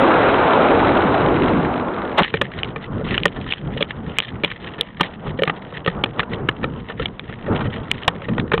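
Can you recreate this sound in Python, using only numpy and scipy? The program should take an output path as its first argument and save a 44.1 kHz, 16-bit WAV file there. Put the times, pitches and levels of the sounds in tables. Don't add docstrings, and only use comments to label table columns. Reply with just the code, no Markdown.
import sys
import numpy as np
from scipy import signal
from scipy.fft import rfft, irfft
from scipy.io import wavfile
from scipy.ndimage import uniform_filter1d

SR = 44100
rng = np.random.default_rng(int(sys.argv[2]) if len(sys.argv) > 2 else 0)


def digitize_waveform(pressure):
    field = np.atleast_2d(pressure).T
    bounded = np.clip(field, -1, 1)
    quanta = np.round(bounded * 32767).astype(np.int16)
    wavfile.write(sys.argv[1], SR, quanta)


def how_loud(loudness_db):
    steps = np.asarray(loudness_db, float) / 20
    return 10 ** steps


N = 379260
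PORT_HZ = 168


def unit_rms(x):
    return x / np.sqrt(np.mean(x ** 2))


def curve(rows, column):
    rows = np.array(rows)
    return how_loud(np.interp(np.arange(N) / SR, rows[:, 0], rows[:, column], left=-120, right=-120))


def walk(rate):
    hold = int(SR / rate)
    steps = np.repeat(rng.standard_normal(N // hold + 1), hold)
    return unit_rms(uniform_filter1d(uniform_filter1d(steps, hold), hold)[:N])


def port(x):
    return signal.lfilter(*signal.butter(1, PORT_HZ, "high", fs=SR), x)


def turbulence(shape, shared_db, own_db, rate):
    hz = np.maximum(np.fft.rfftfreq(N, 1 / SR), 1)
    octave = np.log2(hz)
    shape_hz, shape_db = np.transpose(shape)
    colour = how_loud(np.interp(octave, np.log2(shape_hz), shape_db, left=-90, right=-90))
    colour = colour * np.hypot(1, PORT_HZ / hz)
    spectrum = rfft(rng.standard_normal(N)) * colour
    shared = walk(rate)
    air = 0
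    for centre in np.arange(4, 12.6, .5):
        band = irfft(spectrum * np.clip(1 - 2 * abs(octave - centre), 0, 1), N)
        air = air + band * how_loud(shared_db * shared + own_db * walk(.6 * rate))
    return air / np.sqrt(np.mean(port(air) ** 2))


def crackle(rate, spread_db, length_ms, lift):
    when = rng.random(N) < rate / SR
    size = how_loud(spread_db * rng.standard_normal(N))
    spark = np.repeat(np.hanning(64) ** (64 / 44 / length_ms) ** 2, 4)
    return 1 + lift * signal.fftconvolve(when * size, spark, "same")


def swells(crest_s, peak_db, rise_s, fall_s, depth_db, rest_db, edge):
    opens_s = 2.23
    t = np.arange(0, N + 64, 64) / SR
    late = t[:, None] - crest_s
    before, after = -late / np.maximum(rise_s, .003), late / np.maximum(fall_s, .003)
    db = peak_db - depth_db * np.where(late < 0, before, after) ** edge
    power = (how_loud(db) ** 2).sum(axis=1) + how_loud(rest_db) ** 2
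    return np.interp(np.arange(N) / SR, t, np.sqrt(power) * (t > opens_s))


def wind():
    # time in seconds, air speed in dB, sideways wobble in dB
    climb = [
        (0.0, -12.5, -25),
        (0.92, -15.5, -20.5),
        (1.59, -20.5, -19),
        (1.89, -27, -29),
        (2.15, -27.5, -29.5),
        (2.18, -28, -34),
    ]
    # crest in seconds, length in seconds, thump on the port in dB,
    # air along the tube in dB
    swings = [(2.38, 0.34, -33.5, -46.5), (2.656, 0.86, -32, -37), (2.966, 0.4, -24, -34.5),
              (3.126, 0.11, -23, -32.5), (3.375, 0.16, -25.5, -36), (3.674, .2, -21, -35.5),
              (3.809, 0.16, -32, -36.5), (3.989, 0.16, -27.5, -38.5), (4.087, 0.18, -29, -36),
              (4.352, 0.14, -30, -40.5), (4.45, .1, -35, -36.5), (4.672, 0.26, -33, -35.5),
              (5.047, .12, -35, -33), (5.261, .18, -24, -34), (5.52, 0.45, -39.5, -36.5),
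              (5.769, 0.26, -35, -41), (5.983, 0.27, -26, -33), (6.187, 0.13, -33, -31),
              (6.366, 0.36, -26, -32.5), (6.635, .15, -22.5, -35), (6.763, 0.12, -35, -39),
              (6.901, 0.061, -39, -32), (7.02, 0.14, -27.5, -36.5), (7.315, 0.33, -33, -43),
              (7.529, 0.18, -18, -24), (7.765, 0.4, -30.5, -35.5), (8.097, .3, -32.5, -36),
              (8.307, 0.08, -19, -35.5), (8.396, 0.13, -17.5, -33.5), (8.595, 0.11, -19.5, -35)]
    # time in seconds, lift of the sparks (ratio)
    sparks = [
        (.3, 0.74),
        (1.2, 1.4),
        (1.8, 2.4),
    ]
    # frequency in Hz, density in dB per Hz
    buffet = [(12, -51.5), (20, -12.5), (97, -4), (141, -1.5), (226, -3.5), (290, -9.5), (500, -13.5),
              (700, -52)]
    fast_buffet = [(12, -48.5), (20, -10.5), (296, 4.5), (500, -7), (650, -31.5), (1100, -120)]
    rush_shape = [(150, -24.5), (250, -2), (444, 2), (794, -0.5), (1400, -4.5), (1750, -15), (2860, -28.5),
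                  (4840, -67)]
    hiss_shape = [(880, -29.5), (1500, -11), (2280, -14.5), (2560, -15), (3580, -21), (4070, -22),
                  (5290, -61), (8950, -120)]
    rise_share, depth_db, edge = 0.34, 11, 1.09
    lull_thump_db, lull_air_db = -40.5, -50
    hiss_db, hiss_per_speed = -5.5, 1.324
    wind_stop = .7

    crest, length, thump_db, air_db = np.transpose(swings)
    rise, fall = rise_share * length, (1 - rise_share) * length
    speed = curve(climb, 1)
    thumps = swells(crest, thump_db, rise, fall, depth_db, lull_thump_db, edge)
    gusts = swells(crest, air_db, rise, fall, depth_db, lull_air_db, edge)
    climbing = turbulence(fast_buffet, 0.79, 1.7, 40) * curve(climb, 2)
    swinging = turbulence(buffet, 2.8, 1.7, 30) * thumps
    rush = turbulence(rush_shape, 0.76, 1.5, 40) * (speed + gusts)
    lift = np.interp(np.arange(N) / SR, *np.transpose(sparks))
    sparking_hiss = unit_rms(turbulence(hiss_shape, .8, 0.44, 60) * crackle(57, 2.3, 1.6, lift))
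    hiss = sparking_hiss * how_loud(hiss_db) * speed ** hiss_per_speed
    return wind_stop * np.tanh((climbing + swinging + rush + hiss) / wind_stop)


def blast():
    fires_s, rise_s, hold_s, fall_s = 2.184, 0.0044, 0.037, 0.0048
    blast_db = -10
    t = np.arange(N) / SR - fires_s
    envelope = np.exp(np.minimum(t, 0) / rise_s - np.maximum(t - hold_s, 0) / fall_s)
    gas = turbulence([(150, -8), (800, 3.5), (2000, -6.5), (4300, -11.5)], 2.4, 0.91, 200)
    return gas * how_loud(blast_db) * envelope


def slams():
    surge_s, surge_for_s, throws = 2.206, .0155, 9
    slam_db, release_s = -12.5, .008
    pinned_db = -30
    t = np.arange(N) / SR
    stays = np.cumsum(np.append(0, .3 + rng.random(throws - 1)))
    times = surge_s + surge_for_s * stays / stays[-1]
    stops = np.append(0., (-1.) ** np.arange(throws))
    side = uniform_filter1d(stops[np.searchsorted(times, t)], 8)
    release = np.exp(-np.maximum(t - times[-1], 0) / release_s)
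    free = np.where((t > times[0]) & (t < times[-1]), how_loud(pinned_db), 1)
    return how_loud(slam_db) * side * release, free


def cord():
    # crest in seconds, level in dB, rise in seconds, fall in seconds
    drags = [(2.24, -26.5, .01, 0.069), (2.365, -29, .04, 0.018), (2.439, -28, .03, 0.055),
             (2.595, -34, 0.16, 0.11), (3.125, -29, 0.093, 0.16), (3.504, -33.5, 0.15, 0.13),
             (3.74, -36.5, .1, 0.19), (3.91, -31, 0.032, 0.014), (4.12, -34.5, 0.11, 0.28),
             (2.84, -40.5, 0.067, .03), (4.445, -35.5, 0.015, 0.16), (4.66, -35, 0.081, 0.1),
             (4.8, -36, 0.13, 0.12), (5.06, -30, .07, 0.034), (5.275, -40, 0.12, 0.11),
             (5.505, -35.5, 0.15, 0.034), (5.75, -38.5, 0.21, 0.098), (5.895, -32, 0.067, 0.026),
             (6.199, -26, 0.028, 0.031), (6.34, -38.5, 0.028, 0.1), (6.636, -40.5, 0.063, 0.092),
             (6.79, -37.5, 0.042, 0.039), (6.9, -36, 0.041, 0.045), (7.03, -28.5, 0.043, 0.027),
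             (7.295, -46.5, 0.18, 0.42), (7.61, -36.5, 0.14, .1), (7.75, -30, 0.059, 0.036),
             (7.95, -40, 0.23, 0.23), (8.245, -33.5, 0.054, 0.044), (8.4, -32.5, .03, 0.031)]
    # frequency in Hz, density in dB per Hz
    scrape = [(590, -32), (1000, -13), (1500, -10.5), (1850, 1.5), (2400, -8.5), (3050, -3.5), (4200, -16),
              (5290, -50.5)]
    depth_db, slack_db, edge = 21, -50, 1.57
    slips = how_loud(2.4 * walk(30)) * crackle(110, 2.3, 2.0, 2.46)
    rubbing = unit_rms(turbulence(scrape, 3.3, 2.2, 70) * slips)
    return rubbing * swells(*np.transpose(drags), depth_db, slack_db, edge)


def contacts():
    # start in seconds, tube peak in dB, wall peak in dB,
    # camera case peak in dB, contact in ms
    blows = [(2.2455, -43, -11.8, -18, 2.5), (2.3394, -6.5, -6, -16, 4.1), (2.413, -11, -5, -10.5, 4),
             (3.2546, -8, -1, -11.5, 3.2), (3.8053, -11, -18, -16.5, 7.2), (4.4357, -11.5, -9, -11.5, 3.4),
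             (5.0079, -10.5, -1.5, -5, 3.9), (5.3891, -12.5, -15, -27, 4.8), (5.421, -5.5, -15, -13.5, 1.5),
             (5.435, -9.5, -8, -2, 1.4), (5.4756, -15.5, -6, -31, 4.1), (5.4969, -17.5, -5, -28, 2.3),
             (5.8628, -8, -5, -8.5, 0.86), (5.8753, -8, -3, -17, 5.1), (6.0377, -18, -8.5, -2, 3.1),
             (6.1944, -16.5, -2.5, -6.5, 2), (6.4875, -15, -4, -5.5, 3.55), (6.6419, -20, -9.5, -16, 2.2),
             (6.9963, -13.5, -14.5, -22, 4.1), (8.0786, -7.5, 0, -0.5, 3.8), (8.381, -23, -8, -26, 2.5),
             (8.5164, -12.5, -5, -34, 4.8), (8.5343, -5, -6, -12.9, 6.4), (8.5779, -16.5, -7, -11, 2.7)]
    # start in seconds, peak in dB, contact in ms
    swivel = [(2.2332, -4, 1), (2.6328, -5.5, 0.8), (2.645, -19.5, 3.3), (3.1785, -2, 2.2),
              (3.201, -23, 2.2), (3.2343, -6, 1), (3.27, -19, 1.5), (3.281, -16.5, 0.83), (3.415, -26, 1.3),
              (3.504, -16, 8.8), (3.5234, -3, 1.83), (3.5354, -11, 1.8), (3.8255, -3, 2.2),
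              (4.186, 3, 1.31), (4.191, -4.5, .84), (4.2026, -4, 1), (4.223, -17.5, 1.3), (4.289, -39, 1.1),
              (4.446, -3.5, 2.36), (4.505, -23.5, 2.4), (4.8106, 5, 1.24), (4.834, -36, 1.3),
              (5.032, -10.5, 2.3), (5.7785, -21.5, 1.1), (7.0564, -8, 2.7), (7.1951, -14.5, 1.94),
              (7.9143, 1.5, 1.8), (8.0339, -18, .81)]
    # start in seconds, peak in dB, lean to the tube's hollow in dB, contact in ms
    touches = [(2.5681, -27, -10, 17), (2.76, -17, -5.5, 4.5), (2.996, -20, 12, 2.7),
               (3.012, -14.5, 17, .81), (3.0635, -22.5, -6, 11.6), (3.1035, -19, -7.5, 17),
               (3.361, -20.5, -13, 8.7), (3.463, -23, -25, 4.5), (3.766, -16, 24, 1.2),
               (3.9072, -26, -6, 4.2), (4.78, -26.5, -1, 11), (4.9965, -15, -13, 6.2),
               (5.265, -23, -9, 7.9), (5.7242, -24.5, 1, 3.3), (6.0595, -16.5, -21, 3),
               (6.2301, -17, -6, 4.2), (6.3123, -19.5, 7, 15), (6.63, -19, -6, 4.8),
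               (6.8944, -19.5, -4, 8.7), (7.008, -21, 8, 3.2), (7.2943, -22, -5, 4.9),
               (7.326, -20.5, -9, 1.9), (7.462, -23.5, -6, 5.4), (7.4788, -14.5, 15, 7.3),
               (7.5488, -18, 2.5, 2.5), (7.6058, -16.5, -13, 8.6), (7.6498, -18.5, 3.5, 10.5),
               (8.1544, -25, 0, 1.5), (8.2194, -22.5, 1.5, 2.5), (8.284, -17, 1.5, 6.7)]
    tick_tube_db, tick_wall_db, brush_case_db = -28, -19.5, -15.5
    ticks = [(s, db + tick_tube_db, db + tick_wall_db, db, ms) for s, db, ms in swivel]
    brushes = []
    for s, db, lean, ms in touches:
        tube_db, wall_db = db + min(lean, 0), db - max(lean, 0)
        brushes.append((s, tube_db, wall_db, wall_db + brush_case_db, ms))
    return blows + ticks + brushes


def ring(push, modes, detune, spread_db):
    t = np.arange(len(push)) / SR
    luck = rng.standard_normal((len(modes), 2))
    body = 0
    for (hz, db, t60), (louder, sharper) in zip(modes, luck):
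        tone = np.sin(2 * np.pi * hz * (1 + detune * sharper) * t)
        body = body + how_loud(db + spread_db * louder) * tone * 1000. ** (-t / t60)
    sound = signal.fftconvolve(push, body)[:len(t)]
    return sound / abs(sound).max()


def knocks():
    # frequency in Hz, level in dB, 60 dB decay time in seconds
    tube = [(178, -13.5, 0.11), (466, -11, 0.066), (536, -7.5, 0.038)]
    wall = [(860, -4, 0.018), (1085, -5.5, 0.022), (1250, -3, 0.029), (1454, 4.5, 0.008), (1820, 2.5, 0.02),
            (2320, -2, 0.0076)]
    case = [(2450, 3.5, 0.011), (2950, 7.5, 0.0064), (3020, 0, 0.0082), (3185, 6, 0.0069),
            (4140, -5.5, 0.0046)]
    out = np.zeros(N + 6000)
    t = np.arange(6000) / SR
    for s, *peaks_db, contact_ms in contacts():
        tau = max(contact_ms - 1.0, .2) / 1000
        push = rng.standard_normal(len(t)) * (t / tau) ** 0.8 * np.exp(-1.3 * t / tau)
        blow = 0
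        for db, modes in zip(peaks_db, (tube, wall, case)):
            blow = blow + how_loud(db) * ring(push, modes, 0.029, 2.9)
        height = np.linalg.norm(how_loud(np.array(peaks_db)))
        start = int(s * SR)
        out[start:start + len(t)] += blow * height / abs(blow).max()
    return out[:N]


def scene():
    jumps, free = slams()
    heard = wind() + blast() + cord() + knocks()
    return (heard * free + jumps)[None]


def roll_off(x):
    return signal.sosfilt(signal.butter(12, 16600, fs=SR, output="sos"), x)


def record(dry):
    stop, gain, clip = 1.3, 1.15, .72
    top_hz = 4200
    capsule = port(stop * np.tanh(dry / stop))
    steep = signal.cheby2(9, 55, 1.2545 * top_hz, fs=SR, output="sos")
    narrow = signal.sosfiltfilt(steep, capsule)
    clipped = np.clip(gain * narrow, -clip, clip)
    return roll_off(clipped)


dry = scene()
out = record(dry)
digitize_waveform(out)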